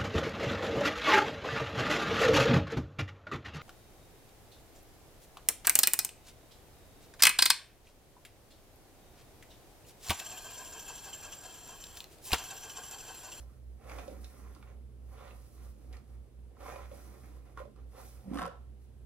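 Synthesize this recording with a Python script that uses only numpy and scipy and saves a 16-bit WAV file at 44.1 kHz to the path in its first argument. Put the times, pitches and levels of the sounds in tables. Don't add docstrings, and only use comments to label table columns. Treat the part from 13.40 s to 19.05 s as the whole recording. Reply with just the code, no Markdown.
import sys
import numpy as np
from scipy import signal
from scipy.fft import rfft, irfft
from scipy.io import wavfile
from scipy.ndimage import uniform_filter1d

SR = 44100
rng = np.random.default_rng(int(sys.argv[2]) if len(sys.argv) > 2 else 0)


def wav_record(signal):
    frames = np.transpose(np.atleast_2d(signal))
    bounded = np.clip(frames, -1, 1)
    quanta = np.round(bounded * 32767).astype(np.int16)
    wavfile.write(sys.argv[1], SR, quanta)


N = 249312
TIME = np.arange(N) / SR
FREQ = np.maximum(np.arange(N // 2 + 1) * SR / N, 1)
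CONTROL_TIME = TIME[::64]

# multiple of the pitch, mean level/dB, t60/s
PADDLE_MODES = [(0.68, -4, 0.026), (0.95, 0.5, 0.032), (1.147, -3.5, 0.033), (1.35, -7, 0.021),
                (1.7, -27, 0.012), (2.05, -28, 0.014)]
# f/Hz, relative level/dB
RASP_SPECTRUM = [(450, -3.5), (760, -3), (900, -10), (1000, 1), (1350, 0.5), (1560, -11.5), (1900, -9),
                 (2400, -12), (3000, -15), (3500, -15), (5000, -20), (9000, -22)]
# f/Hz, relative level/dB
HOLLOW_SPECTRUM = [(100, -47), (210, -4.5), (340, -4), (520, 11), (640, 2), (750, 6.5), (930, -4),
                   (1600, -32.5)]
# f/Hz, left minus right level/dB, left leads/rad
HEAD_PORTS = [(58, -4.5, 0.5), (255, -5, 1), (644, -2.5, -1.6), (1230, -4, 0.15), (2140, -1.5, -1.06),
              (3560, -3, -1.33), (4700, -5.5, -2), (7600, -1.5, -1.6), (10500, 0, 0.33), (14500, 0, 3.5)]


def undb(db):
    return np.exp(np.asarray(db) * (np.log(10) / 20))


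def unit(x):
    return x / np.sqrt(np.mean(x ** 2))


def across(points, column=1):
    table = np.array(points)
    return np.interp(np.log(FREQ), np.log(table[:, 0]), table[:, column])


def colour(x, points):
    return unit(irfft(rfft(x) * undb(across(points)), N))


def walk(rate):
    hold = max(int(SR / rate), 1)
    levels = rng.standard_normal(N)[:N // hold + 1]
    return unit(uniform_filter1d(np.repeat(levels, hold), hold)[:N])


def slips(rate, spread_db):
    out = np.zeros(N)
    at = np.flatnonzero(rng.random(N) < rate / SR)
    push, size = rng.standard_normal((2, N), dtype=np.float32)[:, at]
    out[at] = push * undb(spread_db * size)
    return out


def add(out, s, sound):
    start = int(s * SR)
    out[start:start + len(sound)] += sound[:N - start]


def swell(s, length, rise, fall, fade=0):
    age = CONTROL_TIME - s
    rising = rise * np.minimum(age, 0)
    fading = fade * np.clip(age, 0, length)
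    falling = fall * np.maximum(age - length, 0)
    return undb(rising - fading - falling)


def strike(events, modes, scatter, crack, push_s, crack_s=0.0025, crack_hz=3200):
    out, t = np.zeros(N), TIME[:SR // 10]
    ratio, db, t60 = np.array(modes).T[:, :, None]
    dull = signal.butter(2, crack_hz, fs=SR, output="sos")
    for s, hz, peak_db, *_ in events:
        detune, size = rng.standard_normal((2, len(modes), 1))
        mode_hz = hz * ratio * (1 + scatter * detune)
        decay = undb(db + 2 * size - 60 * t / t60)
        ring = np.sum(decay * np.sin(2 * np.pi * mode_hz * t), axis=0)
        grit = unit(signal.sosfilt(dull, rng.standard_normal(len(t)))) * np.exp(-t / crack_s)
        build_up = 1 - np.exp(-(t / push_s) ** 2)
        blow = (ring / np.abs(ring).max() + crack * grit) * build_up
        add(out, s, undb(peak_db) * blow / np.abs(blow).max())
    return out


def snaps(events, gain_db, top_hz, fade_s):
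    out, t = np.zeros(N), TIME[:SR // 20]
    for s, *_, db in events:
        burst = rng.standard_normal(len(t)) * np.exp(-t / fade_s)
        add(out, s, undb(db + gain_db) * burst)
    return signal.sosfilt(signal.butter(2, [1900, top_hz], "band", fs=SR, output="sos"), out)


def ports(x, direction):
    lean = undb(across(direction) / 2) * np.exp(.5j * across(direction, column=2))
    return irfft(rfft(x) * np.array([lean, 1 / lean]), N)


def room(x, t60_s, wet_db, low_hz, damp_hz):
    t = TIME[:SR // 2]
    shape = np.exp(-np.log(1000) * t / t60_s) * (t > .003)
    tail = rng.standard_normal((2, len(t))) * shape / np.sqrt(np.sum(shape ** 2))
    tail = signal.sosfilt(signal.butter(1, [low_hz, damp_hz], "band", fs=SR, output="sos"), tail)
    return undb(wet_db) * signal.fftconvolve(x[None], tail, axes=1)[:, :N]


def motor_hum(gain_db=2.5, throb_db=2.0, in_step_s=2.505):
    # f/Hz, level/dB before the gain
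    hums = [(61.98, -54.4), (58.4, -60), (57.88, -62.8), (123.98, -67)]
    out = 0
    for hz, db in hums:
        level = undb(db + gain_db + throb_db * walk(rate=12.0))
        out = out + level * np.sqrt(2) * np.cos(2 * np.pi * hz * (TIME - in_step_s))
    return out


def room_air(air_db=-59.0, waver_db=0.64):
    # f/Hz, relative level/dB
    air_spectrum = [(20, -43), (36, -31), (54, 6), (68, 3), (82, 0), (105, -1.5), (155, -13), (225, -6.5),
                    (300, -14.5), (400, -12.5), (630, -20.5), (1000, -31.5), (2000, -40), (4000, -45.5),
                    (15500, -37.5)]
    return [colour(rng.standard_normal(N), air_spectrum) * undb(air_db + waver_db * walk(rate=10.0))
            for _ in range(3)]


def microphone_hiss(level_db=-78):
    # f/Hz, relative level/dB
    mic_spectrum = [(500, 3.5), (3000, 2), (15500, -13.5)]
    steady = np.array([colour(rng.standard_normal(N), mic_spectrum) for _ in range(2)])
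    return undb(level_db) * steady


def background(diffuse_db=-4):
    air, left, right = room_air()
    middle = signal.butter(1, [200, 5000], "band", fs=SR, output="sos")
    diffuse = signal.sosfilt(middle, [left, right])
    return ports(motor_hum() + air + undb(diffuse_db) * diffuse, HEAD_PORTS) + microphone_hiss()


def rustling(slope_db_per_s=136):
    # t/s, length/s, relative level/dB
    moves = [(0.532, 0.25, -57.5), (0.997, 0.18, -62.5), (2.215, 0.039, -62.5), (2.442, 0.064, -60),
             (3.532, 0.43, -63), (4.182, 0.24, -65.5)]
    # f/Hz, relative level/dB
    rustle_spectrum = [(100, -15), (190, 1.5), (300, -2.5), (450, -7), (700, -25.5), (1500, -44.5)]
    effort = sum(undb(db) * swell(s, length, slope_db_per_s, slope_db_per_s) for s, length, db in moves)
    return colour(rng.standard_normal(N), rustle_spectrum) * np.interp(TIME, CONTROL_TIME, effort)


def bumps(gain_db=-4.0, rough=0.52):
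    # t/s, f/Hz, peak level/dB before the gain, half length to 1/e/s
    thumps = [(4.885, 195, -32.5, 0.021), (4.916, 249, -25.5, 0.0032), (4.937, 246, -31, 0.0094),
              (4.959, 262, -26, 0.005), (4.98, 279.6, -36.5, 0.027), (5.003, 292, -35.5, 0.0061),
              (5.035, 175, -41, 0.041), (5.209, 240, -45.5, .004)]
    thuds = 0
    for s, hz, db, length in thumps:
        age = TIME - s
        thuds = thuds + undb(db) * np.exp(-(age / length) ** 2) * np.cos(2 * np.pi * hz * age)
    return undb(gain_db) * thuds * (1 + rough * walk(rate=200))


def dragging():
    # t/s, length/s (negative: the fall sets in before the rise is over), rasp, hollow body, hiss level/dB
    drag = (5, -0.0134, -51, -45.5, -50.5)
    # f/Hz, relative level/dB
    cloth_spectrum = [(1000, -8), (1900, 8), (3300, -1), (4000, -5), (5400, -1), (7500, -7), (10000, -1),
                      (12500, -6), (15500, -2)]
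    s, length, rasp_db, hollow_db, hiss_db = drag
    scrape = np.interp(TIME, CONTROL_TIME, swell(s, length, rise=214, fall=296))
    body = np.interp(TIME, CONTROL_TIME, swell(s, length, rise=121, fall=121))
    rasp, hollow, hiss = (colour(slips(rate=2600, spread_db=0.5), points)
                          for points in (RASP_SPECTRUM, HOLLOW_SPECTRUM, cloth_spectrum))
    return (undb(rasp_db) * rasp + undb(hiss_db) * hiss) * scrape + undb(hollow_db) * hollow * body


def plucking():
    # t/s, f/Hz, peak level/dB, tick level/dB before its gain
    plucks = [(4.917, 1230, -58, -66), (4.935, 1100, -43, -56), (4.944, 1200, -40.5, -38.5),
              (4.956, 1127, -35, -41), (4.973, 1264, -34, -50), (4.986, 1342, -31.5, -51),
              (4.993, 1154, -28.5, -36), (5.011, 1126, -33.5, -39), (5.018, 1116, -27, -35),
              (5.027, 1140, -31.5, -34), (5.035, 1166, -32.5, -51), (5.047, 1160, -35, -51),
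              (5.054, 1147, -32, -38), (5.063, 1110, -38, -35), (5.078, 1260, -43, -40)]
    rings = strike(plucks, PADDLE_MODES, scatter=0.03, crack=0.2, push_s=0.00043)
    return rings + snaps(plucks, gain_db=-9, top_hz=13000, fade_s=.002)


def flicking():
    # t/s, f/Hz, peak level/dB
    flicks = [(0.496, 1170, -46), (0.513, 870, -40), (0.585, 810, -41), (1.161, 1144, -49.5),
              (1.226, 1210, -52), (1.822, 846, -49), (2.929, 1110, -76), (3.167, 1086, -51),
              (3.207, 990, -53), (3.258, 890, -40), (3.297, 1100, -42), (3.322, 835, -42),
              (3.358, 1015, -42.5), (4.1735, 1194, -34.5), (4.184, 1120, -45.5), (4.191, 1130, -39.5),
              (4.2005, 1145, -54), (4.211, 1150, -55), (4.361, 1190, -60), (4.596, 1107, -45.5)]
    return strike(flicks, PADDLE_MODES, scatter=0.04, crack=0.13, push_s=0.00097)


def knocking():
    # t/s, f/Hz, peak level/dB
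    knocks = [(0.587, 684, -41), (0.679, 522, -36), (0.701, 594, -49), (0.712, 490, -46), (0.724, 536, -48),
              (1.929, 493, -52), (3.115, 483, -55.5), (3.359, 551, -40.5), (3.514, 533, -42.5),
              (3.535, 540, -53), (3.553, 547, -51), (4.201, 506, -40.5), (4.213, 528, -42.5),
              (4.252, 579, -46), (4.275, 473, -51), (5.043, 530, -37), (5.073, 503, -38), (5.118, 530, -54)]
    cushion_modes = [(.8, -2, 0.023), (0.999, 5, 0.035), (1.27, -7, 0.017)]
    return strike(knocks, cushion_modes, scatter=0.044, crack=0.07, push_s=0.0029)


def catching():
    # t/s, f/Hz, peak level/dB
    catches = [(0.496, 2270, -41.5), (0.586, 2300, -41), (1.226, 2240, -51), (1.908, 2500, -48),
               (2.534, 2220, -51), (2.541, 1950, -49), (2.551, 2380, -53), (2.568, 2230, -55),
               (3.359, 2490, -44.5), (3.515, 2400, -55), (4.2, 2170, -49)]
    pin_modes = [(.85, -5, 0.0098), (1, 3.5, 0.019), (1.4, -6, 0.011)]
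    return strike(catches, pin_modes, scatter=0.045, crack=0.33, push_s=0.00052)


def tangles():
    # t/s, level/dB before the gain
    tangle_snaps = [(0.496, -48), (0.584, -42), (0.679, -41), (0.839, -51), (0.844, -35), (1.149, -47),
                    (1.226, -54), (2.528, -42.5), (2.568, -46), (3.36, -51), (4.361, -57), (4.525, -59)]
    return snaps(tangle_snaps, gain_db=-7, top_hz=6750, fade_s=0.0042)


def press_gains():
    presses = [(0.499, 0.13, -51.5, -49.5, -62.5, -56), (1.815, 0.057, -54.5, -53.5, -90, -65),
               (3.27, 0.11, -51, -48.5, -61.5, -54.5), (4.595, 0.024, -53, -53, -59.5, -70)]
    fall, ease = 146, 20.5
    parts = []
    for s, length, rasp_db, hollow_db, hiss_db, scratch_db in presses:
        scrape = swell(s, length, 216, fall, ease)
        body = swell(s, length, 164, fall, ease)
        parts.append([undb(rasp_db) * scrape, undb(hollow_db) * body,
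                      undb(hiss_db) * scrape, undb(scratch_db) * scrape])
    return parts


def pull_gains():
    # t/s, length/s, relative level/dB of rasp, hollow body, hiss, scratch, then hiss fade/(dB per s)
    pulls = [(0.833, 0.43, -62, -62, -64, -67.5, 27), (1.723, 0.57, -65.5, -65.5, -71.5, -82, -5.5),
             (3.546, 0.42, -61, -61.5, -64, -67, 21), (4.677, 0.49, -67.5, -84, -62.5, -85, 63)]
    rise, fall, ease = 127, 160, 12
    parts = []
    for s, length, rasp_db, hollow_db, hiss_db, scratch_db, fade in pulls:
        grip = swell(s, length, rise, fall, ease)
        slide = swell(s, length, rise, fall, fade)
        parts.append([undb(rasp_db) * grip, undb(hollow_db) * grip,
                      undb(hiss_db) * slide, undb(scratch_db) * grip])
    return parts


def rub_gains(hollow_db=2, scratch_db=-8.5):
    # t/s, length/s, relative level/dB of rasp, hiss
    rubs = [(0.0, 0.0054, -58.5, -64.5), (0.074, 0.098, -75, -76.5), (0.23, 0.14, -99, -79.5),
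            (0.404, 0.07, -66.5, -76), (0.652, 0.084, -59.5, -66), (1.275, 0.036, -62, -83),
            (1.726, 0.01, -63, -85), (2.182, 0.071, -69, -79), (2.385, 0.13, -71.5, -77),
            (2.528, 0.029, -61, -71), (2.68, 0.072, -74.5, -77.5), (3.209, 0.028, -52.5, -69),
            (4.055, 0.071, -68, -78), (4.18, 0.02, -54, -68), (4.376, 0.012, -65.5, -95),
            (4.545, 0.02, -80, -76), (4.907, 0.065, -60.5, -87), (5.414, 0.032, -87, -78)]
    parts = []
    for s, length, rasp_db, hiss_db in rubs:
        levels = undb([rasp_db, rasp_db + hollow_db, hiss_db, rasp_db + scratch_db])
        parts.append(np.outer(levels, swell(s, length, rise=605, fall=298)))
    return parts


def contacts():
    parts = press_gains() + pull_gains() + rub_gains()
    gains = np.sqrt(np.sum(np.square(parts), axis=0))
    return [np.interp(TIME, CONTROL_TIME, gain) for gain in gains]


def clumps(gap_s=0.015, uneven=0.53, size_db=2, release_s=0.015, steady=1.5):
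    late, size = rng.standard_normal((2, N // 100))
    at = (np.cumsum(gap_s * np.exp(uneven * late)) * SR).astype(int)
    inside = at < N
    strength = undb(size_db * np.clip(size, -2, 2))
    kicks = np.bincount(at[inside], strength[inside], N)
    surges = signal.lfilter([1], [1, -np.exp(-1 / (release_s * SR))], kicks)
    return unit(steady + surges)


def twangs(rate, spread_db, sharp, wander_db, count=10):
    out = 0
    for hz in np.geomspace(420, 4200, count):
        b, a = signal.iirpeak(hz, sharp, fs=SR)
        pin = unit(signal.lfilter(b, a, slips(rate, spread_db)))
        out = out + pin * np.sqrt(hz) * undb(wander_db * walk(rate=24))
    return out


def brushing(rasp_db=-3.0, hollow_db=-3, hiss_db=7, flutter_db=0.9, snag_db=1.8):
    # f/Hz, relative level/dB
    hiss_spectrum = [(800, -13.5), (2000, -8), (3500, -9.5), (5500, -2.5), (7500, -5.5), (10000, -3.5),
                     (12500, 0), (15500, 3)]
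    # f/Hz, relative level/dB
    scratch_spectrum = [(1500, 0), (1850, -1), (2300, 1), (3000, -15), (4200, -20), (6500, -9.5),
                        (10000, -40), (15500, -48)]
    pins, press, slide, tips = contacts()
    catch = clumps()
    rasp = colour(twangs(rate=1400, spread_db=2.5, sharp=2.1, wander_db=4.0) * catch, RASP_SPECTRUM)
    hollow = colour(slips(rate=2000, spread_db=3.0) * catch, HOLLOW_SPECTRUM)
    flutter = undb(flutter_db * walk(rate=41))
    hiss = colour(slips(rate=20000, spread_db=1.5) * flutter, hiss_spectrum)
    snag = undb(snag_db * walk(rate=28))
    scratch = colour(slips(rate=900, spread_db=1.0) * catch * snag, scratch_spectrum)
    body = rasp * pins * undb(rasp_db) + hollow * press * undb(hollow_db)
    return body + scratch * tips + hiss * slide * undb(hiss_db)


def scene():
    # f/Hz, left minus right level/dB, left leads/rad
    cloth_ports = [(60, 3, 0), (250, -5.5, 0.86), (600, -4, 1.2), (1290, 0, -0.1), (2400, -2.5, 0.55),
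                   (3730, -1.5, 1.9), (4730, -7, 4.5), (7300, -2, 4.5), (15200, 2, 9.5)]
    hair = brushing() + rustling()
    taps = knocking() + flicking() + catching() + tangles()
    head_room = room(hair + taps, t60_s=0.23, wet_db=-3, low_hz=203, damp_hz=7000)
    head = undb(-2.0) * hair + taps + head_room
    cloth = dragging() + plucking() + bumps()
    cloth_room = room(cloth, t60_s=0.37, wet_db=-4.0, low_hz=380, damp_hz=4160)
    return ports(head, HEAD_PORTS) + ports(cloth + cloth_room, cloth_ports) + background()


def record(dry):
    return signal.sosfilt(signal.ellip(10, .2, 70, 15750, fs=SR, output="sos"), dry)


dry = scene()
out = record(dry)
wav_record(out)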